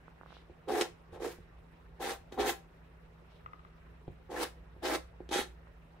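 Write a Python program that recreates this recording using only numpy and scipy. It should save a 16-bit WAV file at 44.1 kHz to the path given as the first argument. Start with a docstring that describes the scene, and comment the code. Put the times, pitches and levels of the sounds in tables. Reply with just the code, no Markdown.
"""Quiet room air and a wavering low hum, then dull dry ticks, a faint rustle and the first tap of a palette knife.
The knife spreads thick paint on a stretched canvas in short strokes, in a small room.
Random slips of the blade on the weave ring the canvas modes as a drumming; grainy noise and blade modes
make the steel rasp, with a finer hiss above. Taps thud in the canvas, click in the steel and thump the frame.
Air is banded noise, hum is sines; short echoes and feedback delays make the surroundings."""
import sys
import numpy as np
from scipy import signal
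from scipy.io import wavfile
from scipy.ndimage import uniform_filter1d

SR = 44100
rng = np.random.default_rng(int(sys.argv[2]) if len(sys.argv) > 2 else 0)


def store_wav(level_fs):
    """Save 16-bit WAV to argv[1]."""
    pcm = np.round(np.clip(np.atleast_2d(level_fs), -1, 1) * 32767)
    wavfile.write(sys.argv[1], SR, pcm.T.astype(np.int16))


N = 264600
TIME = np.arange(N) / SR

# Spectral tables give noise density, so their level/dB is per Hz and only relative.
# Left-right columns are positive towards the left.
# room air: f/Hz, level/dB
AIR_SPECTRUM = [(25, -20), (45, 2.5), (65, 0), (95, -10.5), (125, 1), (200, -20.5), (400, -11), (620, -16),
                (850, -16.5), (1600, -20.5), (2600, -27), (4000, -38), (6500, -46), (15500, -48.5)]
# left-right likeness of the air: f/Hz, likeness (1 = same on both sides)
AIR_LIKENESS = [(60, 1), (250, 0.59), (1000, 0.067), (4000, 0.033), (12000, .1)]
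# steady hum tones: f/Hz, rms level/dB
HUM_TONES = [(165, -64), (247.5, -76.5)]
# swells of the deep hum: middle t/s, half width t/s, rise level/dB
DEEP_SWELLS = [(2.42, 0.058, 16.5), (4.9, 0.88, 8.2)]
# faint dry ticks: t/s, relative level/dB
DRY_TICKS = [(0.081, -28), (0.212, -27), (0.2335, -30.5), (0.261, -29), (0.3055, -33), (0.321, -33),
             (0.327, -30), (0.3675, -30.5), (5.671, -35)]
# small dry clicks: t/s, relative level/dB
SMALL_CLICKS = [(3.461, -41.5), (3.533, -45), (3.593, -55), (3.649, -52.5)]
# tones the small clicks leave: f/Hz, level/dB, t60 t/s
CLICK_MODES = [(1200, -16.5, 0.19), (1252, 5, 0.029), (1980, -7.5, 0.026), (2740, -24, .018)]
# faint rustles: middle t/s, half width t/s, level/dB
RUSTLES = [(.345, 0.068, -63.5), (3.34, 0.067, -71)]
# colour of the rustles: f/Hz, level/dB
RUSTLE_SPECTRUM = [(2200, 4), (3200, 12), (5000, -2), (7000, -19), (11000, -12)]
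# left-right likeness of rustle and scrape: f/Hz, likeness
SCRAPE_LIKENESS = [(800, 0.75), (2000, 0.49), (4000, 0.03), (9000, 0.02)]
# blade lands or snags: t/s, then relative level/dB of canvas thud, steel click, frame thump
TAPS = [(0.497, -36.5, -75, -60), (0.686, -40, -33.5, -80), (0.8113, -25, -15.5, -82),
        (0.8195, -31, -21.5, -82), (1.125, -59, -62, -49), (1.385, -40, -70, -51), (2.3235, -31, -35, -55),
        (2.389, -37, -38, -72), (2.4865, -31, -41, -71), (4.079, -28, -49, -42), (4.086, -40, -58, -40.5),
        (4.763, -40, -65, -56), (4.833, -27, -49, -80), (5.204, -27.5, -60, -58), (5.291, -31, -32, -70),
        (5.313, -26.5, -30, -78), (5.358, -16.5, -40, -80), (5.39, -14.5, -37, -80)]
# stretched canvas modes: f/Hz, width f/Hz, level/dB, left-right level/dB
CANVAS_MODES = [(259, 73, -16, 22), (364.8, 28.4, 5.5, -7), (409.7, 28.5, 0.5, -6), (500.6, 43, -0.5, -4.5),
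                (530.7, 30, -4.5, -6.5), (623, 40, -10.5, 17.5), (739, 81, -2, 7.5), (812, 33, -4, 3.5),
                (1032, 28, -7.5, 2)]
# steel blade modes: f/Hz, level/dB, t60 t/s
BLADE_MODES = [(1453, -19, 0.025), (1800, -12, 0.024), (1983, -11.5, 0.04), (2575, -12.5, 0.028),
               (3330, -1, 0.02), (3605, -12.5, 0.045), (3770, -7.5, 0.093), (4125, -5.5, 0.016),
               (6120, -4, 0.0067), (8900, -11, .004)]
# wooden frame modes: f/Hz, level/dB, t60 t/s
FRAME_MODES = [(88, 1, 0.19), (139.5, -3.5, 0.098), (190, -8.5, 0.16)]
# pushes of the blade: start t/s, length t/s, drumming level/dB, its swell level/dB, rasp level/dB,
# its swell level/dB, hiss above rasp level/dB, bite t/s, lift t/s
# (relative levels at mid-stroke; swell runs from start to end)
STROKES = [ (0.680, 0.14, -31, 2, -42.5, 13, -6.5, 0.0017, 0.02),
           (1.125, 0.048, -48.5, 3, -58.5, -16, -9, .025, 0.016),
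           (1.200, 0.064, -38, 7, -47, 6, -7, 0.026, 0.011),
           (1.272, 0.047, -46, -12, -50.5, -1, -5, .005, 0.03),
           (2.001, 0.12, -38.5, 0, -40, 2.5, -6.5, 0.025, 0.019),
           (2.318, 0.03, -48, -2, -56, -7, -9, .004, 0.027),
           (2.38, 0.035, -29, -1.5, -38.5, 9, -11.5, 0.015, 0.027),
           (2.44, 0.057, -32.5, 0.5, -37.5, 9, -3.5, 0.023, 0.019),
           (4.296, 0.14, -38.5, 8.5, -46, 26, -7, 0.015, .016),
           (4.828, 0.130, -34, 3.5, -36, 2, -7.5, 0.027, 0.012),
           (5.313, 0.1, -36, -2, -33.5, -5, -6, .022, 0.018), ]
# spots on the canvas, each favouring two tones, with the blade's angle setting ring and sheen:
# from t/s, low f/Hz, low level/dB, high f/Hz, high level/dB, blade ring level/dB, sheen level/dB
SPOTS = [(0.6, 427.4, -4, 751, -8.5, -15, -9), (1.05, 452, -5, 760, -31, -12.5, -7.5),
         (1.9, 478, -8.5, 789.5, -2.5, -11.5, -8), (2.3, 411.5, -5.5, 782, -6, -7.5, -7),
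         (4.2, 498, -9.5, 759, -20, -19, -9.5), (4.75, 506, -17, 639, -14, -22, -10.5),
         (5.25, 344, -7, 822, -2, 0, -17)]
# steel on weave: f/Hz, level/dB
RASP_SPECTRUM = [(800, -3.5), (1050, -7.5), (1400, 3.5), (1800, 0.5), (2300, -6.5), (2800, -5), (3800, -8),
                 (4800, -10.5), (6500, -30.5)]
# fine hiss of the edge: f/Hz, level/dB
HISS_SPECTRUM = [(3500, -12), (5000, -9), (6000, 12), (7400, -15), (9300, -2.5), (12000, 8), (15500, -12.5)]
# echoes from nearby surfaces: left delay t/s, right delay t/s, level/dB
ECHOES = [(.0023, .0031, -12), (.0052, .0044, -10.5), (.0083, .0097, -6.5)]

AIR_DB = -58.5
DEEP_HZ, DEEP_DB = 59.6, -63.5  # deep hum at rest, rms
CLICK_LAG_S = 0.00035  # the left side hears the small clicks later
LAND_S = 0.0067  # the canvas takes up the blade's pressure
EDGE_FLAT_DB = -11.5  # rasp while the blade still rides on paint, before its edge bites
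UNEVEN_DB, UNEVEN_HZ = 0.5, 24.2  # the drag varies with the thickness of the paint
ROOM_T60_S, WALL_CUT_HZ, ROOM_DB = 0.24, 20600, -18
CUTOFF_HZ = 15650


def from_db(db):
    """Decibels to gain."""
    return 10 ** (np.asarray(db) / 20)


def rms_one(x):
    """Scale to unit power."""
    return x / np.sqrt(np.mean(x ** 2) + 1e-20)


def at_hz(points, hz):
    """Read a table on a log-frequency axis."""
    points = np.array(points)
    return np.interp(np.log(hz), np.log(points[:, 0]), points[:, 1])


def pan(db):
    """Left and right gains for a level difference."""
    return from_db(np.array([[db], [-db]]) / 2)


def drift(rate_hz):
    """Smooth random wandering with spread 1, made at a twentieth of the sample rate."""
    r = np.exp(-40 * np.pi * rate_hz / SR)
    white = rng.standard_normal(N // 20 + 4002)
    slow = signal.lfilter([1], [1, -2 * r, r * r], white)[4000:]  # skip the filter's run-in
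    return np.interp(np.arange(N) / 20, np.arange(len(slow)), rms_one(slow))


def cut(x, hz, kind, order=2):
    """Butterworth filter."""
    return signal.sosfilt(signal.butter(order, hz, kind, fs=SR, output="sos"), x + 1e-18)


def ring(clicks, hz, t60):
    """A unit click sets a decaying sine of height 1 ringing."""
    r = from_db(-60 / (t60 * SR))
    w = 2 * np.pi * hz / SR
    return signal.lfilter([0, np.sin(w)], [1, -2 * r * np.cos(w), r * r], clicks + 1e-18)


def width_to_t60(width_hz):
    """The wider a resonance, the sooner it dies away."""
    return np.log(1000) / (np.pi * width_hz)


def struck(clicks, modes):
    """All modes of an object answer the same blows."""
    return sum(from_db(db) * ring(clicks, hz, t60) for hz, db, t60 in modes)


def blows(rows, axis=1):
    """One impulse an event, as strong as the given column says."""
    out, rows = np.zeros(N), np.array(rows)
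    out[(rows[:, 0] * SR).astype(int)] = from_db(rows[:, axis])
    return out


def chatter(hits, fade_s):
    """A contact buzzes for an instant after each hit: fading noise of random sign."""
    fading = signal.lfilter([1], [1, -np.exp(-1 / (fade_s * SR))], hits + 1e-18)
    return fading * rng.choice([-1, 1], (2, N))


def swell(middle, half_width):
    """A smooth rise and fall of height 1."""
    return np.exp(-np.square((TIME - middle) / half_width))


def banded_noise(spectrum, likeness, patchy_db):
    """Half-octave bands of stereo noise, each with its own level, flicker and likeness; rms 1."""
    out = 0
    edges = 22 * 2 ** np.arange(0, 9.6, .5)
    white = rng.standard_normal((2, 2, N))
    for k, (low, high) in enumerate(zip(edges, edges[1:])):
        if high < spectrum[0][0] or low > spectrum[-1][0]:
            continue
        mid, side = cut(white[k % 2], [low, high], "band")
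        hz = np.sqrt(low * high)
        alike = np.clip(at_hz(likeness, hz), -1, 1)
        gain = from_db(at_hz(spectrum, hz) + patchy_db * drift(25))
        out = out + gain * (np.sqrt(1 + alike) * mid + np.sqrt(1 - alike) * side * [[1], [-1]])
    return rms_one(out)


def background():
    """Room air as banded noise, a wavering deep hum and steady sines above it."""
    air = from_db(AIR_DB) * banded_noise(AIR_SPECTRUM, AIR_LIKENESS, patchy_db=2.06)
    rises_db = sum(db * swell(s, width) for s, width, db in DEEP_SWELLS)
    deep_db = DEEP_DB + rises_db + 2.3 * drift(9)
    deep = from_db(deep_db) * np.sin(2 * np.pi * DEEP_HZ * TIME + .5 * drift(7.3))
    tones = sum(from_db(db) * np.sin(2 * np.pi * hz * TIME) for hz, db in HUM_TONES)
    return (air + np.sqrt(2) * (deep + tones)) * pan(-1.1)


def ticking():
    """Dull ticks on the right are filtered impulses; small clicks are a buzz and a faint ring."""
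    dull = cut(blows(DRY_TICKS), 1525, "low", order=8)
    ticks = from_db(12.5) * cut(dull, 290, "high", order=1)
    clicks = blows(SMALL_CLICKS)
    rattle = cut(chatter(clicks, fade_s=0.0027)[0], [1100, 3200], "band", order=3)
    tones = cut(struck(clicks, CLICK_MODES), [850, 3500], "band")
    clink = from_db(-9.5) * rattle + tones
    late = np.interp(TIME - CLICK_LAG_S, TIME, clink)
    return ticks * pan(-10) + from_db(3) * np.array([late, clink]) * pan(3.4)


def rustling():
    """Faint, soft noise that rises and falls before and between the strokes."""
    level = sum(from_db(db) * swell(s, width) for s, width, db in RUSTLES)
    return level * banded_noise(RUSTLE_SPECTRUM, SCRAPE_LIKENESS, patchy_db=2.0)


def canvas(force):
    """Membrane modes, each radiating in its own direction; the open back cancels the bass."""
    out = 0
    for hz, width, db, pan_db in CANVAS_MODES:
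        mode = ring(force, hz, width_to_t60(width))
        out = out + from_db(db) * width / CANVAS_MODES[0][1] * pan(pan_db) * mode
    return cut(out, 244, "high", order=4)


def reflected(x):
    """Short echoes carve a different fine comb into each side."""
    out = x.copy()
    for *delays, db in ECHOES:
        for side, s in enumerate(delays):
            out[side] += from_db(db) * np.roll(x[side], int(s * SR))
    return out


def tapping():
    """A touch of the knife thuds in the canvas, rings in the steel and thumps the frame; hard snags crack."""
    pushes, hits, knocks = blows(TAPS, axis=1), blows(TAPS, axis=2), blows(TAPS, axis=3)
    hardness = (hits / hits.max()) ** 0.48
    snags = hits * hardness
    snap = 1.4 * snags + .7 * chatter(snags, fade_s=.003)
    crack = cut(cut(snap, 5700, "low"), 822, "high", order=1)
    # wet paint cushions the contact, so the highest modes stay quiet
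    thud = from_db(-10.5) * canvas(cut(pushes, 520, "low"))
    steel = from_db(-12.5) * struck(cut(hits, 4100, "low", order=3), BLADE_MODES)
    return thud + reflected(crack + steel) + struck(knocks, FRAME_MODES)


def stroke_gains():
    """Drumming, rasp and hiss: the blade lands, its edge bites, the level ramps evenly in dB, then it lifts."""
    drum, rasp, hiss = np.zeros((3, N))
    for start, length, drum_db, drum_swell_db, rasp_db, rasp_swell_db, hiss_db, bite_s, lift_s in STROKES:
        age = TIME - start
        landing = .5 * (1 + np.tanh(age / LAND_S))
        lifting = np.exp(-np.maximum(age - length, 0) / lift_s)
        contact = landing * lifting
        travel = np.clip(age / length, 0, 1) - .5
        riding = 1 - np.clip(age / bite_s, 0, 1)
        edge = contact * from_db(rasp_db + rasp_swell_db * travel + EDGE_FLAT_DB * riding)
        drum += contact * from_db(drum_db + drum_swell_db * travel)
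        rasp += edge
        hiss += edge * from_db(hiss_db)
    return np.array([drum, rasp, hiss]) * from_db(UNEVEN_DB * drift(UNEVEN_HZ))


def slips(per_s, spread_db):
    """The edge catches on threads and lets go: random clicks of uneven size."""
    sizes = from_db(spread_db * np.minimum(rng.exponential(1, N), 4))
    signs = rng.choice([-1, 1], N)
    return sizes * signs * (rng.random(N) < per_s / SR)


def steady(x):
    """The hand keeps an even drag: unit power over two hundredths of a second."""
    power = uniform_filter1d(np.mean(np.atleast_2d(x) ** 2, axis=0), size=900)
    return x / np.sqrt(np.abs(power) + 1e-12)


def at_spot(axis):
    """A column of the spot table, held until the next spot."""
    spots = np.array(SPOTS)
    current = np.maximum(np.searchsorted(spots[:, 0], TIME) - 1, 0)
    return spots[current, axis]


def spot_tones(catches, width_hz):
    """The two canvas tones that the spot under the blade favours, rung by its catches."""
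    tones = np.zeros((2, N))
    directions = [(hz, pan_db) for hz, _, _, pan_db in CANVAS_MODES]
    for s, low_hz, low_db, high_hz, high_db, *_ in SPOTS:
        start, pair = int(s * SR), 0
        for hz, db in (low_hz, low_db), (high_hz, high_db):
            tone = steady(ring(catches, hz, width_to_t60(width_hz)))
            pair = pair + from_db(db) * pan(at_hz(directions, hz)) * tone
        tones[:, start:] = pair[:, start:]
    return tones


def drumming():
    """Slips shake the whole membrane, with extra tones from the spot being rubbed."""
    membrane = steady(canvas(slips(per_s=1500, spread_db=4.0)))
    tones = spot_tones(slips(per_s=1500, spread_db=2.5), width_hz=12.0)
    return cut(steady(membrane + from_db(0.5) * tones), 249, "high", order=4)


def scraping():
    """The canvas drums, the blade rings and the weave chops the rasp into grains."""
    drum, rasp, hiss = stroke_gains()
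    blade_ring, sheen = from_db(at_spot(axis=5)), from_db(at_spot(axis=6))
    grain = rms_one(from_db(1.93 * drift(330)))

    rough = banded_noise(RASP_SPECTRUM, SCRAPE_LIKENESS, patchy_db=2.0) * grain
    friction = rms_one(reflected(rough))
    blade = struck(slips(per_s=1100, spread_db=-1.0), BLADE_MODES)
    ringing = rms_one(reflected(blade * pan(-0.54)))
    steel = (friction + blade_ring * ringing) / np.sqrt(1 + blade_ring ** 2)

    fine = banded_noise(HISS_SPECTRUM, SCRAPE_LIKENESS, patchy_db=2.0) * grain
    fine = rms_one(reflected(fine))
    body = cut(fine, 9600, "low", order=3)
    top = from_db(1.0) * sheen * cut(fine, 9200, "high", order=3) * pan(-1.6)

    drum_part = from_db(-0.88) * drum * drumming()
    rasp_part = from_db(-1.6) * rasp * steel * pan(-0.41)
    hiss_part = from_db(1.24) * hiss * (body + top) * pan(-0.57)
    return drum_part + rasp_part + hiss_part


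def room(x):
    """Eight feedback delays a side, a little duller on every round."""
    out = np.zeros((2, N))
    dull = np.exp(-2 * np.pi * WALL_CUT_HZ / SR)
    lags = (rng.uniform(.007, .036, 16) * SR).astype(int)
    for k, lag in enumerate(lags):
        loop, state = x[k % 2].copy(), [0.]
        gain = from_db(-60 * lag / SR / ROOM_T60_S)
        for i in range(lag, N, lag):
            back, state = signal.lfilter([gain * (1 - dull)], [1, -dull], loop[i - lag:i], zi=state)
            loop[i:i + lag] += back[:N - i]
        # keep only the returns, with alternating sign
        out[k % 2] += (loop - x[k % 2]) * (-1) ** (k // 2)
    return out


def scene():
    """Knife and canvas close by, the room behind them."""
    near = ticking() + rustling() + tapping() + scraping()
    return background() + near + from_db(ROOM_DB) * room(near)


def record(dry):
    """A steep elliptic low-pass cuts the top."""
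    return signal.sosfilt(signal.ellip(10, .2, 70, CUTOFF_HZ, fs=SR, output="sos"), dry)


dry = scene()
out = record(dry)
store_wav(out)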